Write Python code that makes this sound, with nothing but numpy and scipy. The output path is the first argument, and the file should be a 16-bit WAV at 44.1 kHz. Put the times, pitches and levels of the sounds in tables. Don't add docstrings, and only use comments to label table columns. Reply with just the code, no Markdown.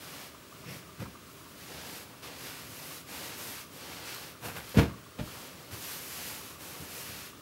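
import sys
import numpy as np
from scipy import signal
from scipy.fft import rfft, irfft
from scipy.io import wavfile
from scipy.ndimage import uniform_filter1d

SR = 44100
rng = np.random.default_rng(int(sys.argv[2]) if len(sys.argv) > 2 else 0)


def generate_wav(sig):
    pcm = np.round(np.clip(np.atleast_2d(sig).T, -1, 1) * 32767).astype(np.int16)
    wavfile.write(sys.argv[1], SR, pcm)


N = 327177
TIME = np.arange(N) / SR


def undb(db):
    return 10 ** (np.asarray(db) / 20)


def unit(x):
    return x / np.sqrt(np.mean(x ** 2))


def colour(x, spectrum):
    hz, db = np.transpose(spectrum)
    bins = np.maximum(np.fft.rfftfreq(N, 1 / SR), 1)
    gain = undb(np.interp(np.log(bins), np.log(hz), db))
    return unit(irfft(rfft(x) * gain, N))


def drift(rate):
    span = max(int(SR / rate), 1)
    smoothed = uniform_filter1d(rng.standard_normal(N), span, mode="wrap")
    return unit(uniform_filter1d(smoothed, span, mode="wrap"))


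def snags(rate, spread_db):
    clicks = (rng.random(N) < rate / SR) * rng.standard_normal(N)
    return clicks * undb(spread_db * rng.standard_normal(N))


def noise_band(hz, width_hz):
    b, a = signal.iirpeak(hz, hz / width_hz, fs=SR)
    return signal.lfilter(b, a, signal.lfilter(b, a, rng.standard_normal(N)))


def swell(peak_s, rise_s, fall_s):
    t = TIME - peak_s
    return np.exp(-(np.minimum(t, 0) / rise_s) ** 2 - np.maximum(t, 0) / fall_s)


# (start [s], acceleration time [s], deceleration time [s],
# relative level [dB], fibre offset [dB], padding offset [dB])
STROKES = [ (-0.15, .35, .1, -50.5, -4, -4), (0.5, .025, 0.28, -63, -2, -3),
           (0.665, 0.043, 0.1, -54, -1, -3.5), (1.22, 0.088, 0.71, -65, 1.5, -7),
           (1.55, 0.063, 0.14, -54.5, -3.5, -8), (1.66, 0.13, 0.22, -49.5, -6, -0.5),
           (1.84, 0.11, 0.094, -50, -1.5, -7), (1.98, 0.066, 0.18, -61.5, -5, 4.5),
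           (2.219, 0.013, 0.056, -48, -6.5, -2), (2.25, 0.044, 0.087, -50.5, -9, -1),
           (2.35, 0.092, 0.24, -48.5, -3, -5), (2.63, .29, .1, -50, 0, -5.5),
           (3.06, 0.11, 0.14, -47, -2.5, -3.5), (3.17, 0.11, 0.11, -47, -4, -5),
           (3.35, 0.09, 0.11, -47, 1, -1.5), (3.46, 0.12, 0.062, -48.5, -2, -14),
           (3.705, 0.045, 0.072, -55.5, -0.5, -2), (3.77, 0.096, 0.29, -49, -6.5, -3),
           (4.03, 0.063, 0.091, -45.5, -6.5, -9.5), (4.14, 0.047, 0.15, -49.5, -3.5, -3.5),
           (4.6, 0.12, 0.026, -51, -4, -11), (5.18, 0.17, 0.19, -51.5, -3, -2.5),
           (5.47, 0.11, 0.23, -58.5, -4, 0), (5.706, 0.022, .14, -50.5, 1, -5.5),
           (5.79, 0.1, 0.16, -47, 1.3, -7.5), (5.98, .1, 0.11, -50.5, 2, -7),
           (6.09, 0.14, 0.18, -47, 0.6, -4.5), (6.32, 0.07, 0.18, -51, -0.5, -5.5),
           (6.575, .09, 0.3, -51, 0.3, -3), (6.86, 0.13, 0.12, -48.5, 1, -5.5),
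           (7.03, 0.094, 0.19, -48, -2.5, -11), ]
# (frequency [Hz], relative density [dB])
WEAVE_SPECTRUM = [(300, -13), (760, -7), (1400, -1), (1800, -1.5), (2800, -0.5), (3600, -3.5), (4800, -3),
                  (7000, -10.5), (10000, -14), (16000, -31)]
FIBRE_SPECTRUM = [(3000, -13), (6000, -4), (8500, -5), (10500, -3.5), (12600, -0.5), (14200, -4.5),
                  (15700, -9)]
PADDING_SPECTRUM = [(40, -28), (70, -0.5), (110, -3), (210, 1), (290, -1), (350, -3), (490, 0.5), (700, -6),
                    (810, -1), (1400, -16.5), (3000, -34)]


def sliding_cloth(speed_exponent=0.53, fibre_exponent=0.55, settle_s=0.0074):
    power = np.zeros((3, N))
    for start, rise, fall, db, fibre_db, padding_db in STROKES:
        ramp = np.interp(TIME, [start, start + rise, start + rise + fall], [0, 1, 0])
        speed = np.sin(np.pi / 2 * ramp)
        rub = undb(db) * speed ** speed_exponent
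        fibre_rub = undb(db + fibre_db) * speed ** fibre_exponent
        power += np.array([rub, fibre_rub, undb(padding_db) * rub]) ** 2
    pole = np.exp(-1 / (settle_s * SR))
    weave, fibres, padding = np.sqrt(signal.lfilter([1 - pole], [1, -pole], power + 1e-18))
    weave *= undb(1.5) * colour(snags(rate=16000, spread_db=1.0), WEAVE_SPECTRUM)
    fibres *= undb(2.5) * colour(snags(rate=28000, spread_db=1.2), FIBRE_SPECTRUM)
    padding *= undb(0.5) * colour(snags(rate=3000, spread_db=0.0), PADDING_SPECTRUM)
    uneven_hand = undb(0.5 * drift(rate=25))
    return (weave + fibres + padding) * uneven_hand


# (frequency [Hz], relative density [dB])
AIR_SPECTRUM = [(40, -11), (75, -3), (150, 0.5), (220, -5), (290, -2.5), (400, -7.5), (530, -10),
                (620, -6.5), (780, -18.5), (1160, -7.5), (1850, -15.5), (2800, -15), (9000, -22),
                (15700, -23.5)]
# (frequency [Hz], rms level [dB])
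TONES = [(398.4, -66.5), (15682, -71)]


def background(air_db=-51):
    air = undb(air_db + 0.28 * drift(rate=0.86)) * colour(rng.standard_normal(N), AIR_SPECTRUM)
    tones = sum(np.sqrt(2) * undb(db) * np.sin(2 * np.pi * hz * TIME) for hz, db in TONES)
    return air + tones


# (time [s], level [dB])
PIPS = [(.127, -47), (.347, -48), (0.52, -51), (0.638, -47), (.892, -47), (1.151, -49.5), (1.407, -52),
        (1.459, -46), (2.138, -47.5), (4.933, -48.5), (5.271, -45), (5.395, -49), (6.406, -47.5)]


def pips(rise_s=0.0059, fall_s=0.0067, weak_per_s=5, weak_db=-51.5):
    weak = [(s, weak_db) for s in rng.uniform(0, N / SR, int(weak_per_s * N / SR))]
    times, levels = np.transpose(PIPS + weak)
    onsets = ((times - rise_s) * SR).clip(0).astype(int)
    impulses = np.bincount(onsets, undb(levels), N)
    envelope = signal.fftconvolve(impulses, swell(2 * rise_s, rise_s, fall_s)[:SR // 10])[:N]
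    return envelope * unit(noise_band(hz=1130, width_hz=260))


# (frequency [Hz], bandwidth [Hz], relative gain [dB])
QUILT_BANDS = [(153, 79, 1.5), (475, 420, -17), (2190, 1300, -17), (5400, 800, -21)]


def swung_quilt(level_db=-42):
    air = sum(undb(db) * noise_band(hz, width) for hz, width, db in QUILT_BANDS)
    return undb(level_db) * swell(peak_s=0.703, rise_s=0.051, fall_s=0.076) * unit(air)


# (time [s], crackle level [dB], puff level [dB], hiss level [dB], decay time [s])
CRUSHES = [(1.004, -50, -44, -62, 0.011), (1.026, -48, -42.5, -57, 0.042), (2.685, -66, -51.5, -70, 0.041),
           (4.466, -39.5, -45, -43.5, 0.052), (4.579, -42, -47, -49, 0.038), (4.753, -42, -61, -49, .013),
           (4.794, -27.5, -22, -43, 0.032), (5.199, -42, -41, -59, 0.018), (5.735, -48, -45, -56, 0.038),
           (6.825, -69, -44.5, -66, 0.036), (7.11, -69, -50.5, -66, 0.064)]
# (frequency [Hz], relative density [dB])
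CRACKLE_SPECTRUM = [(150, -2.5), (500, -1), (950, 0.5), (1150, -4), (1550, -.5), (1900, -5), (2400, -3),
                    (3500, -9), (5500, -14), (8500, -27.5), (12500, -33), (16000, -40)]
PUFF_SPECTRUM = [(30, -42), (45, -22), (70, -2.5), (112, 0), (150, 0.5), (195, -5.5), (320, -10.5),
                 (480, -14), (800, -40), (2000, -47)]


def crushed_cloth(rise_share=0.74):
    crackle, puff, hiss = sum(np.outer(undb(levels), swell(s, rise_share * fall, fall))
                              for s, *levels, fall in CRUSHES)
    crackle *= colour(snags(rate=8000, spread_db=5.0), CRACKLE_SPECTRUM)
    puff *= colour(rng.standard_normal(N), PUFF_SPECTRUM)
    hiss *= colour(rng.standard_normal(N), FIBRE_SPECTRUM)
    return crackle + puff + hiss


def ring(t, hz, t60):
    t = np.maximum(t, 0)
    return np.sin(2 * np.pi * hz * t) * np.exp(-np.log(1000) * t / t60)


def soft_push(peak_s, contact_ms):
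    half_width_s = contact_ms / 2000
    return np.exp(-2 * ((TIME - peak_s) / half_width_s) ** 2)


def landing_force(s, contact_ms, lead_s, gap_s, edge_db=0.1, rebound_db=-8, softening=1.8):
    edge = undb(edge_db) * soft_push(s - lead_s, contact_ms)
    bulk = sum(undb(k * rebound_db) * soft_push(s + k * gap_s, contact_ms * softening ** k)
               for k in range(3))
    return edge + bulk


# (time [s], level [dB], contact time [ms], lead of the first edge [s], rebound interval [s])
LANDINGS = [(1.0283, -32.5, 3.8, 0.01045, 0.019), (4.7873, -10, 2.13, 0.01523, .0245),
            (5.213, -25.5, 3.6, 0.0182, 0.0208)]
# (frequency [Hz], relative density [dB])
STUFFING_SPECTRUM = [(45, -22), (72, -2), (115, -11), (150, 0), (195, 3), (260, 5), (340, -14), (480, -3),
                     (650, -14), (1400, -35)]
# (frequency [Hz], relative level [dB], 60 dB decay time [s])
BED_MODES = [(72.3, -3.5, 0.32), (117.6, -14, 0.66), (196.6, 5.5, .19), (241, 2, 0.15), (273, 5, 0.22),
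             (310.6, 7, 0.32), (384.4, -5, 0.28), (460, 13.5, 0.13), (669, 13, 0.32), (1000, 0, .16)]
# (time [s], frequency [Hz], level [dB], 60 dB decay time [s])
FRAME_KNOCKS = [(1.019, 525, -35, 0.055), (4.7445, 520, -31.5, .07), (5.196, 602, -39.5, 0.22)]


def thuds(stuffing_db=-22, coupling_db=-53):
    force = sum(undb(db) * landing_force(s, ms, lead, gap) for s, db, ms, lead, gap in LANDINGS)
    shifting = sum(undb(db + stuffing_db) * swell(s - lead, rise_s=0.016, fall_s=0.045)
                   for s, db, _, lead, _ in LANDINGS)
    stuffing = shifting * colour(snags(rate=2700, spread_db=2.0), STUFFING_SPECTRUM)
    modes = sum(undb(db) * ring(TIME[:SR // 2], hz, t60) for hz, db, t60 in BED_MODES)
    ringing = undb(coupling_db) * signal.fftconvolve(force, modes)[:N]
    direct = signal.sosfilt(signal.butter(2, 105, "highpass", fs=SR, output="sos"), force)
    knocks = sum(undb(db) * ring(TIME - s, hz, t60) for s, hz, db, t60 in FRAME_KNOCKS)
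    return direct + ringing + stuffing + knocks


# (time [s], level [dB])
THREAD_SNAPS = [(3.803, -45), (4.147, -30), (4.694, -34)]


def thread_snaps(fall_s=0.00043):
    envelope = sum(undb(db) * swell(s, fall_s / 2, fall_s) for s, db in THREAD_SNAPS)
    return envelope * rng.standard_normal(N)


def room(x, t60, wet_db):
    t = TIME[:SR // 2]
    tail = rng.standard_normal(len(t)) * np.exp(-np.log(1000) * t / t60) * (t > 0.004)
    return x + undb(wet_db) * signal.fftconvolve(x, tail / np.linalg.norm(tail))[:N]


def scene():
    light_sounds = sliding_cloth() + crushed_cloth() + swung_quilt() + thread_snaps() + pips()
    mono = room(light_sounds, t60=0.32, wet_db=-10.0)
    mono += room(thuds(), t60=0.46, wet_db=-13.5)
    mono += background()
    return np.array([mono, mono])


def record(dry, low_hz=58, top_hz=15750):
    highpass = signal.butter(3, low_hz, "highpass", fs=SR, output="sos")
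    lowpass = signal.ellip(12, 0.1, 80, top_hz, fs=SR, output="sos")
    return signal.sosfilt(lowpass, signal.sosfilt(highpass, dry))


dry = scene()
out = record(dry)
generate_wav(out)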